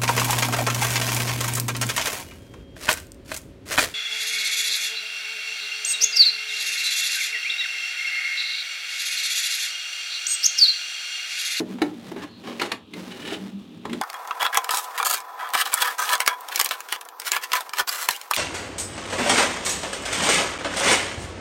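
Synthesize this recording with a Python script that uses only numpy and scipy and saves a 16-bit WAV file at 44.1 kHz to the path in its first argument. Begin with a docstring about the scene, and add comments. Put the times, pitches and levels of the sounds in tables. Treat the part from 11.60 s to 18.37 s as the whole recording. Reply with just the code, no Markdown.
"""Greenhouse: scissors cut the top off a thin plastic jug.
Hands shift the hollow jug and the blade point pokes its wall; then time runs four times faster, two
octaves higher: the blades crunch round the jug, the plastic snaps, the halves scrape apart and knock
on the table. Stick-slip and noise bursts drive the jug's modes and its thin wall. The glass adds a
short tail and lets in steady outdoor noise."""
import sys
import numpy as np
from scipy import signal
from scipy.fft import rfft, irfft, next_fast_len
from scipy.io import wavfile
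from scipy.ndimage import uniform_filter1d, map_coordinates

SR = 44100
rng = np.random.default_rng(int(sys.argv[2]) if len(sys.argv) > 2 else 0)


def generate_wav(sig):
    """Save sig (samples, or channels by samples) to the path in sys.argv[1] as 16-bit PCM at SR."""
    pcm = np.round(np.clip(np.atleast_2d(sig).T, -1, 1) * 32767).astype(np.int16)
    wavfile.write(sys.argv[1], SR, pcm)


N = 298557

JUMP_S, FAST = 2.41, 4  # start and speed of the fast stretch; spectra and decays are given at speed 1
# wall cracks, buckles or is knocked: t/s, jug level/dB, crack level/dB, tilt/(dB/oct)
SNAP_EVENTS = [(0.003, -26, -31.5, -13), (0.218, -20, -20, -2), (0.516, -34, -49, -17),
               (0.562, -31.5, -37.5, -4), (0.9967, -39.5, -26, 7), (1.016, -31.5, -21, 7.5),
               (1.1175, -35, -21.5, 4.5), (1.336, -45, -35.5, 12), (1.722, -32.5, -32, -1),
               (2.253, -36.5, -28.5, -3), (2.296, -41, -39, 6), (2.33, -33, -30.5, 7),
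               (2.413, -19.5, -24.5, 0), (2.436, -28, -35, -2), (2.5, -39, -28.5, 0.5),
               (2.542, -30.5, -34, 1), (2.7093, -20.5, -27, -21), (2.8286, -19.5, -19.5, -2),
               (2.865, -18.5, -19, -6.5), (2.945, -22, -22, 3), (2.9725, -12, -10.5, 5),
               (3.044, -29, -25.5, 3.5), (3.092, -21.5, -19.5, -5.5), (3.138, -20, -28, 2),
               (3.4, -17.5, -27, -6), (3.4285, -19.5, -22, 2), (3.542, -30, -21, 8),
               (3.936, -22.5, -20.5, 0), (3.952, -17, -23, -4), (4.1405, -19, -8.5, 14),
               (4.492, -45, -19, -12), (4.553, -22, -18, -1), (4.6035, -24, -12.5, 1),
               (4.6629, -40, -19, 0), (4.677, -21, -6.5, -1), (4.808, -50, -35, 10), (4.886, -35, -27, 1),
               (4.959, -38, -14, 3.5), (4.9935, -25.5, -19, 11), (4.9986, -27, -11, 1.5),
               (5.0125, -29, -11, 2), (5.046, -35, -16.5, 17), (5.06, -43, -19, 2.5), (5.09, -55, -25, 3),
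               (5.11, -22.5, -18.5, -6.5), (5.205, -37.5, -28, 1.5), (5.325, -26.5, -15.5, -2),
               (5.361, -36, -29, -6), (5.452, -60, -39.5, 2), (5.599, -50, -24.5, 4.5),
               (5.679, -31, -32, 10), (5.718, -32, -11.5, 0.5), (5.765, -21, -19.5, -2.5),
               (5.9185, -31, -20, -4), (5.933, -28, -15, -8), (6.007, -31.5, -26, 3),
               (6.135, -28.5, -24, -2), (6.185, -28, -18.5, -3), (6.276, -30, -26, -6),
               (6.488, -16, -10, 0), (6.614, -45, -29, 3), (6.7112, -17, -16, 4), (6.736, -33, -17, -17),
               (6.764, -42, -16, 1)]
# hollow jug: f/Hz, width/Hz, level/dB
JUG_MODES = [(118, 4.2, -3.5), (180.9, 11.6, -1), (202, 12.9, -1.5), (249.3, 7.7, 7.5), (280.7, 17.3, 0),
             (317, 31.2, 3.5), (352.6, 45, -0.5), (377, 31.3, 3), (399, 69, -1), (443.2, 36, 3),
             (465, 81, -9), (509, 34, -8.5), (575, 10.3, -17.5), (600, 11.3, -7), (816, 15, -41.5),
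             (836, 12, -3)]
# thin wall: f/Hz, width/Hz, level/dB
WALL_MODES = [(562, 2.4, -1), (650, 3.3, -18), (820, 11, -23), (855, 10, -12.5), (2070, 27, -5)]


def strokes(speed, jug_db=-2, crunch_db=-2, edge_db=-7, attack_s=0.012, release_t60_s=0.32):
    """Blade or hand drags: clumped slips shake the jug, crunch in the wall and sizzle at the edge."""
    # t/s, length/s, jug level/dB, crunch level/dB, swell/dB, tilt/(dB/oct)
    drags = [(0.56, 0.085, -37.5, -38.5, 9, 0), (0.83, 0.052, -33.5, -36.5, 5, 3.5),
             (1.005, 0.072, -38, -32.5, -11, 2), (1.5, 0.22, -39, -36.5, 11.5, 13),
             (2.795, 0.058, -21, -28, 6, -26), (2.925, 0.056, -26, -32, 1, -8),
             (3.105, 0.068, -25, -24, 7, 1.5), (3.18, 0.066, -44, -33.5, -5, 5),
             (3.29, 0.069, -39, -48, 22, 0), (3.375, 0.016, -24.5, -28, 11, 0),
             (3.445, 0.098, -23.5, -22, -4, 3), (3.56, 0.031, -34, -34, 4.5, -0.5),
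             (3.79, 0.083, -31.5, -44, 2.5, -11), (3.935, 0.079, -22.5, -23.5, 1, -1),
             (4.05, 0.03, -27, -28.5, 7, -2.5), (4.115, 0.025, -24, -27.5, 5, -8),
             (4.15, 0.028, -25.5, -34, 12, 5), (4.185, 0.043, -20.5, -21, 6, -1.5),
             (4.24, 0.065, -22.5, -29.5, -7, -1), (4.38, 0.073, -24.5, -28.5, -2, 2),
             (4.44, 0.097, -22, -24.5, 2, -1), (4.605, 0.026, -30.5, -33, -3, -3),
             (4.68, .045, -26, -39, -4, 1), (4.91, 0.087, -38, -31.5, 1, -16),
             (4.99, 0.078, -33.5, -30, -4, -7), (5.11, 0.027, -30, -28.5, -5, -7),
             (5.285, 0.059, -35.5, -34.5, 8, -2), (5.645, 0.037, -33, -27.5, 9, -2),
             (5.715, 0.065, -27, -26.5, -9, -18), (5.81, 0.03, -36, -31, 7, -1.5),
             (5.93, 0.038, -20, -23, -6, -4), (6.135, 0.076, -36, -32.5, -3, -4),
             (6.183, 0.022, -20.5, -21, -3, -5), (6.27, 0.18, -33.5, -30, -0.5, 4),
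             (6.505, 0.022, -46, -25.5, -3, 0), (6.54, 0.023, -58, -37, 13, 5),
             (6.735, 0.034, -41, -29, -10, 3)]
    # sizzle at the blade's edge: f/Hz, level/dB
    edge_spectrum = [(20, -72), (800, -2), (2000, -3.5), (3300, -2), (4500, -4.5), (8000, -10),
                     (16000, -29)]
    out = np.zeros(N)
    for s, length, jug_level, crunch_level, swell_db, tilt in played_at(drags, speed):
        t = np.arange(int((length + .5 / speed) * SR)) / SR
        attack = np.minimum(t * speed / attack_s, 1)
        hold = amp(swell_db * np.minimum(t / length, 1))
        release = amp(-60 * np.maximum(t - length, 0) * speed / release_t60_s)
        clumps = amp(3.5 * wobble(len(t), 90 * speed) + 3.5 * wobble(len(t), 18 * speed))
        force = attack * hold * release * clumps
        push = force * slips(len(t), rate_hz=1600, spread_db=3.5, smooth=0.82)
        body = sized(jug(push, speed, radiate_hz=236), jug_level + jug_db, length)
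        crunch = sized(sheet(push, speed, tilt), crunch_level + crunch_db, length)
        edge_push = force * slips(len(t), rate_hz=500 * speed, spread_db=0, smooth=0.32)
        sizzle = filtered(edge_push, lambda f: amp(along(edge_spectrum, f)), speed)
        add(out, s, body + crunch + sized(sizzle, crunch_level + edge_db, length))
    return out


def snaps(speed, ring_db=-2, knock_db=-3, knock_hz=290, thump_db=-30):
    """The wall buckles: sharp crack, dull knock, ring of the jug."""
    rise_s, crack_t60_s, knock_t60_s = 0.0035, 0.036, 0.044
    out = np.zeros(N)
    t = np.arange(int(.4 / speed * SR)) * speed / SR
    for s, jug_level, crack_level, tilt in played_at(SNAP_EVENTS, speed):
        onset = 1 - np.exp(-(t / rise_s) ** 2)
        push = onset * amp(-60 * t / crack_t60_s) * rng.standard_normal(len(t))
        hz = knock_hz * np.exp(0.15 * rng.normal())
        knock = onset * amp(-60 * t / knock_t60_s) * np.sin(2 * np.pi * hz * t)
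        crack = sized(sheet(push, speed, tilt), crack_level, 0.0093 / speed)
        body = sized(jug(push, speed), jug_level + ring_db, 0.017 / speed)
        body += sized(knock, jug_level + knock_db, 0.024 / speed)
        # popping through shoves the air once; only the hardest cracks thump
        thump = sized(t * np.exp(-t / 0.0034), 2 * crack_level + thump_db, 0.012 / speed)
        add(out, s - rise_s / speed / 2, crack + body + thump)
    return out


def crackles(speed, under_db, lead_s=0.041):
    """A brief rising crackle softens the start of each snap."""
    out = np.zeros(N)
    size = int(lead_s / speed * SR)
    for s, _, crack_level, tilt in played_at(SNAP_EVENTS, speed):
        push = np.linspace(0, 1, size) ** 2 * slips(size, rate_hz=1200, spread_db=8.5, smooth=0.99)
        crackle = sheet(np.pad(push, (0, size)), speed, tilt)
        add(out, s - lead_s / speed, sized(crackle, crack_level + under_db, 0.0049 / speed))
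    return out


def jug(push, speed, bend=0.014, scatter_db=3, radiate_hz=130):
    """The jug rings; grip and cut shift its modes a little each time."""
    modes = [(hz * np.exp(bend * rng.normal()), width, db + scatter_db * rng.normal())
             for hz, width, db in JUG_MODES]
    radiation = lambda f: (1j * f / (radiate_hz + 1j * f)) ** 2  # a small body radiates little bass
    return filtered(push, lambda f: resonances(modes, f) * radiation(f), speed)


def sheet(push, speed, tilt_db_oct, ripple_db=3):
    """The thin wall radiates the tear, coloured by the spot where the blade sits."""
    # tearing plastic: f/Hz, level/dB
    tear_spectrum = [(20, -68), (100, -7), (250, -11.5), (480, 4), (900, 1.5), (2000, -3), (4100, -8.5),
                     (5200, -18), (10000, -26), (16000, -37)]
    spot = np.c_[np.geomspace(400, 16000, 48), rng.standard_normal(48)]
    slope = lambda f: tilt_db_oct * np.log2(np.clip(f, 750, 2200) / 1400)
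    colour = lambda f: amp(along(tear_spectrum, f) + slope(f) + ripple_db * along(spot, f))
    return filtered(push, lambda f: colour(f) * (1 + resonances(WALL_MODES, f)), speed)


def rubbing(rows, speed, jug_db, hiss_db, uneven_db=2):
    """Fingers and blades rub the plastic: hollow murmur under grainy hiss."""
    # light friction: f/Hz, level/dB
    rub_spectrum = [(30, -41), (120, 4), (400, 11), (800, 3.5), (1500, 0.5), (3000, -2), (4200, -3),
                    (6000, -8), (10000, -14.5), (16000, -20)]
    soft_contact = [(199, 120, 0)]  # drives mostly the lowest modes: f/Hz, width/Hz, level/dB
    s, *levels = np.transpose(rows)
    jug_level, hiss_level = [np.interp(np.arange(N) / SR, s, level) for level in levels]
    drag = slips(N, rate_hz=400 * speed, spread_db=-1.5, smooth=1)
    drag *= amp(uneven_db * wobble(N, 25 * speed))
    hollow = filtered(drag, lambda f: resonances(JUG_MODES, f) * resonances(soft_contact, f), speed)
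    hiss = filtered(drag, lambda f: amp(along(rub_spectrum, f)) * (1 + resonances(WALL_MODES, f)), speed)
    return amp(jug_level + jug_db) * unit(hollow) + amp(hiss_level + hiss_db) * unit(hiss)


def short_notes(rows, rough):
    """Short swelling notes of trembling pitch: a faint high whistle, thin squeaks, low hums."""
    out = np.zeros(N)
    for s, half_s, hz, db, glide in rows:
        u = np.linspace(-1, 1, int(2 * half_s * SR))
        tremble = unit(uniform_filter1d(rng.standard_normal(len(u)), size=40))
        pitch_hz = hz * 2 ** (glide * u) * (1 + rough * tremble)
        note = np.cos(np.pi * u / 2) ** 2 * np.sin(2 * np.pi * np.cumsum(pitch_hz) / SR)
        add(out, s - half_s, sized(note, db, half_s))
    return out


def ticks(start_s, end_s, speed, level_db, rate_hz=1.4, spread_db=4, t60_s=0.039, jug_db=-5):
    """Flexing plastic ticks faintly at random."""
    out = np.zeros(N)
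    t = np.arange(int(.2 / speed * SR)) * speed / SR
    for place, strength in rng.random((int((end_s - start_s) * speed * rate_hz), 2)):
        level = level_db + spread_db * (2 * strength - 1)
        push = amp(-60 * t / t60_s) * rng.standard_normal(len(t))
        tick = sized(sheet(push, speed, 0), level, t60_s / speed)
        ring = sized(jug(push, speed), level + jug_db, t60_s / speed)
        add(out, start_s + place * (end_s - start_s), tick + ring)
    return out


def greenhouse(x, speed, wet_db=-9, gap_s=0.0063, blocks=48):
    """A short room tail, drawn afresh for each block so that no fixed pitch rings."""
    # reverberation: f/Hz, t60/s
    decay_times = [(100, 0.33), (300, 0.41), (1000, 0.26), (4000, 0.15), (7000, 0.19), (12000, 0.16)]
    wet = np.zeros(N)
    for part in np.array_split(np.arange(N), blocks):
        if x[part].any():
            hz, t, noise = signal.stft(rng.standard_normal(SR // 2 // speed), SR, nperseg=128)
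            decay = amp(-60 * t * speed / along(decay_times, hz / speed)[:, None])
            tail = signal.istft(noise * decay, SR, nperseg=128)[1]
            tail /= np.linalg.norm(tail)
            add(wet, part[0] / SR + gap_s / speed, signal.fftconvolve(x[part], tail))
    return x + amp(wet_db) * wet


def air(speed, level_db):
    """Steady outdoor noise through the glass."""
    # background: f/Hz, level/dB
    air_spectrum = [(20, -46), (60, -2.5), (120, 14), (160, -2), (225, 14.5), (320, 1), (500, -8),
                    (1500, -4), (2400, -36), (2800, -5), (3300, -3), (4200, -1.5), (6000, -19), (8000, -24),
                    (16000, -33)]
    noise = filtered(rng.standard_normal(N), lambda f: amp(along(air_spectrum, f)), speed)
    return amp(level_db) * unit(noise)


def slips(size, rate_hz, spread_db, smooth):
    """Stick-slip: uneven random impulses over smooth friction noise."""
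    heights = amp(spread_db * np.minimum(rng.exponential(size=size), 3))
    kicks = (rng.random(size) < rate_hz / SR) * rng.choice([-1, 1], size) * heights
    return unit(unit(kicks) + smooth * rng.standard_normal(size))


def resonances(modes, f):
    """Causal response of modes of alternating sign."""
    return sum((-1) ** k * amp(db) * 1j * f * width / (hz * hz - f * f + 1j * f * width)
               for k, (hz, width, db) in enumerate(modes))


def filtered(x, response, speed=1):
    """x through a frequency response transposed by speed."""
    size = next_fast_len(len(x) + SR // 10)
    return irfft(rfft(x, size) * response(np.fft.rfftfreq(size, 1 / SR) / speed), size)[:len(x)]


def along(points, hz):
    """(f/Hz, value) points joined on a log axis."""
    f, values = np.transpose(points)
    return np.interp(np.log(hz + 1), np.log(f + 1), values)


def wobble(size, rate_hz):
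    """Smooth random curve with knots at rate_hz."""
    knots = rng.standard_normal(int(size * rate_hz / SR) + 4)
    return map_coordinates(knots, [np.arange(size) * rate_hz / SR])


def amp(db):
    """dB to gain."""
    return 10 ** (np.asarray(db) / 20)


def unit(x):
    """Scale to rms 1."""
    return x / np.sqrt(np.mean(x ** 2) + 1e-20)


def sized(x, db, length_s):
    """Scale to the energy of level db held for length_s."""
    return amp(db) * x * np.sqrt(length_s * SR / (np.sum(x ** 2) + 1e-20))


def add(track, at_s, sound):
    """Mix a sound into the track."""
    start = round(at_s * SR)
    sound = sound[max(-start, 0):max(N - start, 0)]
    track[max(start, 0):][:len(sound)] += sound


def played_at(rows, speed):
    """Events of the fast stretch if speed > 1, else of the slow one."""
    return [row for row in rows if (row[0] >= JUMP_S) == (speed > 1)]


def scene():
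    """Handling near natural speed, then an abrupt jump to fast cutting."""
    # rubbing as the jug is held: t/s, jug level/dB, hiss level/dB
    holding = [(0.0, -49, -59), (0.11, -31, -43), (0.29, -36.5, -48.5), (0.49, -36.5, -40.5),
               (0.65, -51, -65), (0.89, -35, -43.5), (1.02, -59, -39), (1.17, -61, -91), (1.38, -34.5, -39),
               (1.54, -40.5, -42.5), (1.68, -38.5, -39), (1.85, -39, -45), (2.02, -41.5, -53),
               (2.27, -38.5, -53), (2.32, -31, -42), (2.4, -39, -47)]
    # rubbing as it is turned and pulled apart, in three runs: same columns
    turning = [
        [(2.43, -40, -48), (2.624, -33, -44), (2.974, -33, -42), (3.398, -35, -42), (3.61, -38.5, -52.5),
         (3.836, -31, -47), (4.08, -42, -38), (4.33, -37, -34)],
        [(4.36, -37.5, -41), (4.576, -33, -37), (4.7, -38, -53), (4.902, -37, -40.5), (5.032, -38, -41),
         (5.162, -41.5, -43), (5.388, -43, -49), (5.54, -42, -62)],
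        [(5.6, -41.5, -51), (5.648, -45, -34), (5.808, -45, -53), (5.984, -38.5, -31.5), (6.212, -45, -69),
         (6.352, -58, -29), (6.474, -46, -35.5), (6.69, -44.5, -45.5)],
    ]
    # a faint whistle, then thin squeaks: middle t/s, half-length/s, f/Hz, level/dB, glide per half/oct
    high_notes = [(.745, 0.13, 4200, -56, -0.051), (6.19, 0.017, 2890, -41, 0.11),
                  (6.294, 0.012, 4700, -25, 0.13), (6.555, 0.024, 2950, -36.5, .1)]
    # the jug hums under the pressing hand: same columns
    hums = [(1.845, 0.065, 195.3, -33.5, 0.013), (1.963, 0.063, 198, -33.5, 0.056)]
    handling = strokes(0.97, jug_db=-1.5, crunch_db=-1.5, edge_db=-11) + crackles(1, under_db=-19)
    handling += ticks(0, JUMP_S, 0.81, level_db=-46.5)
    handling += snaps(1, ring_db=-0.5, knock_db=-0.5, knock_hz=330, thump_db=-33)
    slow = greenhouse(handling, 1) + rubbing(holding, 0.94, jug_db=-2, hiss_db=-2.5)
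    slow += air(0.85, level_db=-53.5)
    cutting = strokes(FAST) + crackles(FAST, under_db=-14) + snaps(FAST)
    cutting += ticks(JUMP_S, N / SR, FAST, level_db=-40.5)
    fast = greenhouse(cutting, FAST) + rubbing(np.vstack(turning), FAST, jug_db=-3, hiss_db=-4.5)
    fast += air(FAST, level_db=-53)
    notes = short_notes(high_notes, rough=.05) + short_notes(hums, rough=.02)
    return (np.where(np.arange(N) / SR < JUMP_S, slow, fast) + notes)[None]


def record(dry):
    """Soft peak limit, then low-pass."""
    ceiling, top_hz = 0.85, 16000
    rounded = dry / (1 + np.abs(dry / ceiling) ** 4) ** (1 / 4)
    return np.array([filtered(channel, lambda hz: hz < top_hz) for channel in rounded])


dry = scene()
out = record(dry)
generate_wav(out)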